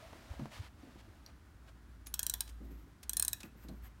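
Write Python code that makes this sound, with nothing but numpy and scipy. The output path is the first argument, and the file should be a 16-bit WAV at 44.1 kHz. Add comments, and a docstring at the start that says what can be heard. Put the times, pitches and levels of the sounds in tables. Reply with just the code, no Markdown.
"""A clock movement, held in a vice, is wound with a key, close by in a quiet workshop.
On each of two turns the pawl snaps over the ratchet teeth, rebounds and sets the brass frame ringing.
The key ticks in its play and rings as it seats; between turns the hand takes a new grip with dull knocks.
Rustle, taps and bumps of handling open the scene over a low hum. The metal sounds echo in the room."""
import sys
import numpy as np
from scipy import signal
from scipy.fft import rfft, irfft
from scipy.io import wavfile
from scipy.ndimage import uniform_filter1d

SR = 44100
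rng = np.random.default_rng(int(sys.argv[2]) if len(sys.argv) > 2 else 0)


def int16_out(signal):
    """Quantize to a 16-bit WAV file."""
    q = np.round(np.clip(np.atleast_2d(signal).T, -1, 1) * 32767)
    wavfile.write(sys.argv[1], SR, q.astype(np.int16))


N = 176400
TIME, FREQ = np.arange(N) / SR, np.fft.rfftfreq(N, 1 / SR)
HIT_N = 8192  # samples in one impact
HIT_T, HIT_HZ = np.arange(HIT_N) / SR, np.fft.rfftfreq(HIT_N, 1 / SR)

# envelopes of the hum and the handling rustle: (time [s], level [dB])
HUM_ENVELOPE = [(0, -73), (1.55, -68), (1.72, -56), (2.3, -54), (2.76, -46.5), (2.88, -62), (3.098, -53.5),
                (3.5, -62), (3.82, -49.5), (4, -61)]
RUSTLE_ENVELOPE = [(0, -59), (.24, -61), (.31, -59), (.45, -59.5), (.49, -63.5), (.73, -76.5), (.84, -64.5),
                   (.93, -67), (1.24, -72), (1.29, -65.5), (1.36, -79), (1.62, -88), (1.69, -60.5),
                   (1.74, -91)]
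# spectra of the noises, the impacts and the room's echoes: (frequency [Hz], gain [dB])
AMBIENT_SPECTRUM = [(25, -27), (59, -6), (108, -11.5), (135, -20.5), (229, -20), (309, -21.5), (489, -34.5),
                    (1480, -31.5), (2480, -41), (16000, -53.5)]
RUSTLE_SPECTRUM = [(250, -56), (450, -8.5), (650, -2), (850, -7.5), (1200, -8), (4400, -17.5),
                   (16000, -32.5)]
TAP_SPECTRUM = [(100, -0.5), (640, 2.5), (930, 3.5), (1700, -12), (2500, -14), (15000, -37)]
KNOCK_SPECTRUM = [(40, -26), (140, -1.5), (218, 3), (320, 0.5), (450, -12.5), (1500, -32), (5000, -73)]
SLEEVE_SPECTRUM = [(400, -10.5), (800, -5), (3300, -8.5), (12000, -25.5), (16000, -31)]
TICK_SPECTRUM = [(200, -8), (1500, -2), (5000, 0), (9000, -1), (16000, -12)]
SNAP_SPECTRUM = [(100, -30), (600, -25), (2200, -25.5), (3300, -12.5), (6000, -11), (8500, -5), (15500, -9),
                 (17000, -35)]
RUB_SPECTRUM = [(2000, 1.5), (4000, -8), (9900, -8.5), (10800, -19.5), (11850, 8), (13000, -14),
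                (15400, -4.5)]
ROOM_SPECTRUM = [(1500, 8.5), (4000, 0.5), (6500, -2.5), (9000, -7.5), (13000, -4)]
# strokes that swell and fade: (start [s], duration [s], level [dB])
CREAK_STROKES = [(.02, .075, -59)]
SLEEVE_STROKES = [(.505, 0.1, -53.5), (.595, 0.095, -58), (.98, 0.039, -62.5)]
RUB_STROKES = [(2.584, 0.34, -73.5), (3.424, 0.069, -65.5), (3.55, 0.25, -69), (3.82, 0.066, -66)]
GRIP_STROKES = [(2.62, 0.32, -63.5), (3.66, 0.1, -62)]
# hollow taps, and knocks of hands on clock and bench: (time [s], level [dB], decay time [s])
HOLLOW_TAPS = [(0.129, -52.5, 0.0088), (0.336, -55.5, .012), (0.394, -51.5, 0.016), (0.457, -50, 0.0063)]
HAND_KNOCKS = [(.13, -59.5, 0.25), (0.393, -40, 0.03), (.828, -50, 0.024), (.869, -48.5, 0.021),
               (0.954, -44.5, 0.011), (1.073, -51, .012), (2.603, -49, 0.05), (2.708, -52, 0.016),
               (3.435, -48, 0.029), (3.546, -50.5, .02), (3.644, -47.5, 0.023), (3.687, -43.5, 0.039)]
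# soft bumps on the microphone: (centre [s], level [dB], frequency [Hz], half duration [s])
SOFT_BUMPS = [(0.315, -36, 72, 0.009), (0.386, -43, 65, 0.02), (0.606, -35.5, 93, 0.011)]
# modes of bench, loose part, key, and frame with wheels: (frequency [Hz], level [dB], T60 [s])
BENCH_MODES = [(215.6, -39, 0.22), (138, -34.5, 0.17)]
LOOSE_MODES = [(4190, -51, 0.019), (4640, -49, 0.025), (5700, -46.5, 0.014), (11510, -57, .022)]
KEY_MODES = [(10208, -46.5, 0.09)]
FRAME_MODES = [(1590, -29.5, .12), (1782, -26, .12), (3945, -24.5, .055), (4160, -21.5, .055)]
# light contacts of key and pawl: (time [s], level [dB], decay time [s], clink [Hz], clink gain [dB])
KEY_TICKS = [(2.061, -57, 0.021, 6600, 14), (2.069, -52, 0.0036, 13000, 14.5),
             (2.476, -59, 0.0066, 3300, 6), (2.491, -59, 0.012, 5800, -1), (3.03, -54, 0.0094, 12400, 4),
             (3.404, -53.5, 0.01, 3840, 5.5), (3.4318, -52.5, 0.0029, 2590, 16.5),
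             (3.685, -59.5, 0.0096, 4100, 12)]
# pawl dropping off a tooth: (time [s], level [dB], ring gain [dB], ring [Hz], rebound delay [ms])
PAWL_DROPS = [(2.1405, -37, 3, 7880, 1.7), (2.193, -34.5, 7, 6780, 1.7), (2.2305, -38, 8, 8700, 1.7),
              (2.2657, -34.5, 11.5, 9020, 0.65), (2.2973, -34.5, 12, 8370, 2.3),
              (2.3386, -36.5, 0, 8400, 0.8), (2.4065, -34.5, 4, 9150, 2.14),
              (3.0945, -35.5, 6.5, 8460, 1.3), (3.133, -40.5, 5.5, 9330, 0.83),
              (3.1687, -32.5, 11.5, 9700, 1.76), (3.1966, -30.5, 11.5, 8980, 1.7),
              (3.2248, -31, 10.5, 8920, 0.9), (3.2492, -37.5, 11, 9130, 2.4),
              (3.2809, -32.5, 9, 8450, 0.92), (3.331, -36, 1, 7940, 0.963)]
# damped resonances of pawl and wheel: (frequency [Hz], width [Hz], gain [dB], frequency scatter [ratio])
PAWL_RESONANCES = [(975, 240, 9, 0.031), (1660, 266, 14.5, 0.037), (2535, 120, 9, .015),
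                   (3985, 140, 13, 0.024), (5590, 310, 8, .025), (6800, 540, 2.5, 0.012),
                   (10340, 200, -17.5, 0), (11780, 530, 8.5, 0.0095)]


def amp(db):
    """Amplitude ratio of a level in decibels."""
    return 10 ** (np.asarray(db) / 20)


def unit(x):
    """Normalisation to an rms of 1."""
    return x / np.sqrt(np.mean(x ** 2) + 1e-20)


def gain_db(spectrum, hz=HIT_HZ):
    """Interpolation of a spectrum on a logarithmic frequency axis."""
    points_hz, db = np.transpose(spectrum)
    return np.interp(np.log(hz + 1), np.log(points_hz + 1), db)


def level(points):
    """Amplitude envelope, linear in decibels between its points."""
    return amp(np.interp(TIME, *np.transpose(points)))


def strokes(rows):
    """Envelope of strokes whose power follows a half sine."""
    return sum(amp(db) * np.sqrt(abs(np.sin(np.pi * np.clip((TIME - start) / length, 0, 1))))
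               for start, length, db in rows)


def place(events):
    """Superposition of (start time, signal) pairs."""
    out = np.zeros(N)
    for start, sound in events:
        part = out[round(start * SR):][:len(sound)]
        part += sound[:len(part)]
    return out


def filtered_noise(gain):
    """White noise weighted in frequency, with an rms of 1."""
    return unit(irfft(rfft(rng.standard_normal(N)) * gain, N))


def noise(spectrum):
    """Stationary noise of a tabulated spectrum."""
    return filtered_noise(amp(gain_db(spectrum, FREQ)))


def wander(hz):
    """Slow random fluctuation: noise low-passed near hz."""
    return filtered_noise(np.exp(-(FREQ / hz) ** 2))


def resonance(hz, width):
    """Lorentzian resonance curve of unit height."""
    return 1 / (1 + (2 * (HIT_HZ - hz) / width) ** 2)


def burst(envelope, spectrum_db, span_s=.015):
    """Source and filter: micro-impacts drive a minimum-phase response; energy equals rms 1 over span_s."""
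    force = rng.standard_normal(HIT_N) * envelope
    for _ in range(3):  # flatten the spectrum, then confine the force in time again
        force = irfft(np.exp(1j * np.angle(rfft(force)))) * np.sqrt(envelope / envelope.max())
    log_gain = np.log(amp(np.r_[spectrum_db, spectrum_db[-2:0:-1]]))
    response = np.exp(np.conj(signal.hilbert(log_gain)))[:len(HIT_HZ)]
    return unit(irfft(rfft(force) * response)) * np.sqrt(span_s * SR / HIT_N)


def ring(modes, spread_db=0):
    """Free vibration: a sum of exponentially damped modes of random phase."""
    return sum(amp(db + spread_db * rng.standard_normal()) * np.exp(-np.log(1000) * HIT_T / t60)
               * np.sin(2 * np.pi * (hz * HIT_T + rng.random())) for hz, db, t60 in modes)


def soft_onset(rise_s=.004):
    """Exponential rise of the response to a soft blow."""
    return 1 - np.exp(-HIT_T / rise_s)


def background(hum_hz=56.75, waver_rad=.078, ambient_db=-58.5):
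    """A low hum wavers by phase modulation over broadband room noise."""
    hum = np.sqrt(2) * np.sin(2 * np.pi * hum_hz * TIME + waver_rad * wander(6.6))
    ambient = noise(AMBIENT_SPECTRUM) * amp(ambient_db + .42 * wander(28))
    return level(HUM_ENVELOPE) * hum + ambient


def cloth(flicker_db=.68):
    """Sliding friction makes broadband noise: handling rustles, then a sleeve brushes past."""
    rustle = level(RUSTLE_ENVELOPE) * noise(RUSTLE_SPECTRUM) * amp(flicker_db * wander(34))
    return rustle + strokes(SLEEVE_STROKES) * noise(SLEEVE_SPECTRUM)


def creak(hz=652, width_hz=48):
    """Noise confined to a narrow band takes on a pitch, heard as a faint creak."""
    return strokes(CREAK_STROKES) * filtered_noise(np.exp(-((FREQ - hz) / width_hz) ** 2))


def taps():
    """Brief excitation of a broad midrange resonance sounds as a hollow tap."""
    return place((start, amp(db) * burst(np.exp(-HIT_T / decay), gain_db(TAP_SPECTRUM)))
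                 for start, db, decay in HOLLOW_TAPS)


def knocks():
    """Soft impacts of hands on clock and bench excite mainly low frequencies, which die away quickly."""
    shudder = place((start, amp(db) * soft_onset() * np.exp(-HIT_T / decay))
                    for start, db, decay in HAND_KNOCKS)
    return shudder * noise(KNOCK_SPECTRUM)


def bumps():
    """Each soft bump on the microphone is a low-frequency wave packet with a Gaussian envelope."""
    return -sum(amp(db) * np.exp(-((TIME - centre) / half) ** 2) * np.cos(2 * np.pi * hz * (TIME - centre))
                for centre, db, hz, half in SOFT_BUMPS)


def bench_boom(start_s=.411):
    """A bump excites the low modes of the bench."""
    return place([(start_s, ring(BENCH_MODES) * soft_onset())])


def loose_part(start_s=1.263):
    """A loose part of the movement clinks in high, strongly damped modes."""
    return place([(start_s, ring(LOOSE_MODES))])


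def key(seat_s=2.071, relative_width=.17):
    """Light impacts in the key's play excite one resonance each; seating on the arbor rings the key."""
    events = [(seat_s, ring(KEY_MODES))]
    for start, db, decay, clink_hz, clink_db in KEY_TICKS:
        spectrum = gain_db(TICK_SPECTRUM) + clink_db * resonance(clink_hz, relative_width * clink_hz)
        contact = np.exp(-(HIT_T / decay) ** 2 / 2)
        events.append((start, amp(db) * burst(contact, spectrum)))
    return place(events)


def snap(delay_s, rise_s=.00022, decay_s=.0007):
    """Force envelope of a hard steel impact: linear rise, exponential decay."""
    t = np.maximum(HIT_T - delay_s, 0)
    return np.minimum(t / rise_s, 1) * np.exp(-np.maximum(t - rise_s, 0) / decay_s)


def ratchet(rebound_db=-4, rattle_db=-4.5, rattle_s=.0043, tooth_db=2.6 + .2, comb_db=2.6):
    """Impact excitation: the pawl strikes, rebounds and rattles to rest; the frame rings on freely."""
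    rattle = amp(rattle_db) * np.exp(-(HIT_T / rattle_s) ** 2)
    thinning_db_per_s = 1
    clicks = []
    for start, db, pawl_db, pawl_hz, rebound_ms in PAWL_DROPS:
        rebound_s = rebound_ms / 1000
        force = np.sqrt(snap(0) ** 2 + (amp(rebound_db) * snap(rebound_s)) ** 2 + rattle ** 2)
        spectrum = gain_db(SNAP_SPECTRUM) + pawl_db * resonance(pawl_hz, width=1320)
        # the resonances shift as the pawl seats on each tooth
        for hz, width, lift_db, scatter in PAWL_RESONANCES:
            spectrum += lift_db * resonance(hz * (1 + scatter * rng.standard_normal()), width)
        # as the spring tightens, the middle of the snap thins out
        spectrum -= thinning_db_per_s * (start - PAWL_DROPS[0][0]) * resonance(4340, width=2200)
        roughness = rng.standard_normal(len(HIT_HZ))
        spectrum += tooth_db * unit(uniform_filter1d(uniform_filter1d(roughness, size=50), size=50))
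        # strike and rebound interfere as a comb filter
        spectrum += comb_db * np.cos(2 * np.pi * (HIT_HZ - pawl_hz) * rebound_s)
        frame = amp(-pawl_db / 2) * ring(FRAME_MODES, spread_db=4)
        clicks.append((start, amp(db) * (burst(force, spectrum) + frame)))
    return place(clicks)


def finger_rub(flicker_db=3):
    """Friction of fingers on the key gives a thin, flickering hiss."""
    return strokes(RUB_STROKES) * noise(RUB_SPECTRUM) * amp(flicker_db * wander(27))


def grip(flicker_db=2.8):
    """The hand taking a new grip rumbles as amplitude-modulated low-frequency noise."""
    return strokes(GRIP_STROKES) * noise(KNOCK_SPECTRUM) * amp(flicker_db * wander(24))


def room_response(delay_s=.0032, early_db=-11, early_decay_s=.0074, tail_db=-15, t60_s=.37):
    """Impulse response: early reflections from bench and vice, then the workshop's diffuse tail."""
    t = TIME[:SR // 2]
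    _, frame_s, spectra = signal.stft(rng.standard_normal(len(t)), SR, nperseg=256)
    tail = signal.istft(spectra * np.exp(-np.log(1000) * frame_s / t60_s), SR, nperseg=256)[1][:len(t)]
    sparse = rng.standard_normal(len(t)) * (rng.random(len(t)) < .05)
    early = sparse * np.exp(-t / early_decay_s)
    tail, early = tail * (t > delay_s), early * (t > delay_s)
    echoes = amp(tail_db) * tail / np.linalg.norm(tail) + amp(early_db) * early / np.linalg.norm(early)
    colour = amp(gain_db(ROOM_SPECTRUM, np.fft.rfftfreq(SR, 1 / SR)))
    return irfft(rfft(echoes, SR) * colour, SR)[:len(t)]


def room(direct, count=6, cycle_hz=5.3):
    """Reflection paths change as hands and microphone move: a cyclic crossfade of impulse responses."""
    position = TIME * cycle_hz * count
    shares = [np.maximum(1 - abs((position - k) % count - 1), 0) for k in range(count)]
    return direct + sum(signal.fftconvolve(direct * np.sqrt(share), room_response())[:N] for share in shares)


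def scene():
    """Superposition in one channel: the clock with its echoes, the handling and the background."""
    clock = loose_part() + key() + ratchet() + finger_rub()
    handling = cloth() + creak() + taps() + knocks() + bumps() + bench_boom() + grip()
    return (room(clock) + handling + background())[None]


def record(dry):
    """Band limiting by a linear-phase low-pass filter."""
    low_pass = signal.firwin(161, cutoff=16300, window=("kaiser", 8), fs=SR)
    return signal.oaconvolve(dry, low_pass[None], "same")


dry = scene()
out = record(dry)
int16_out(out)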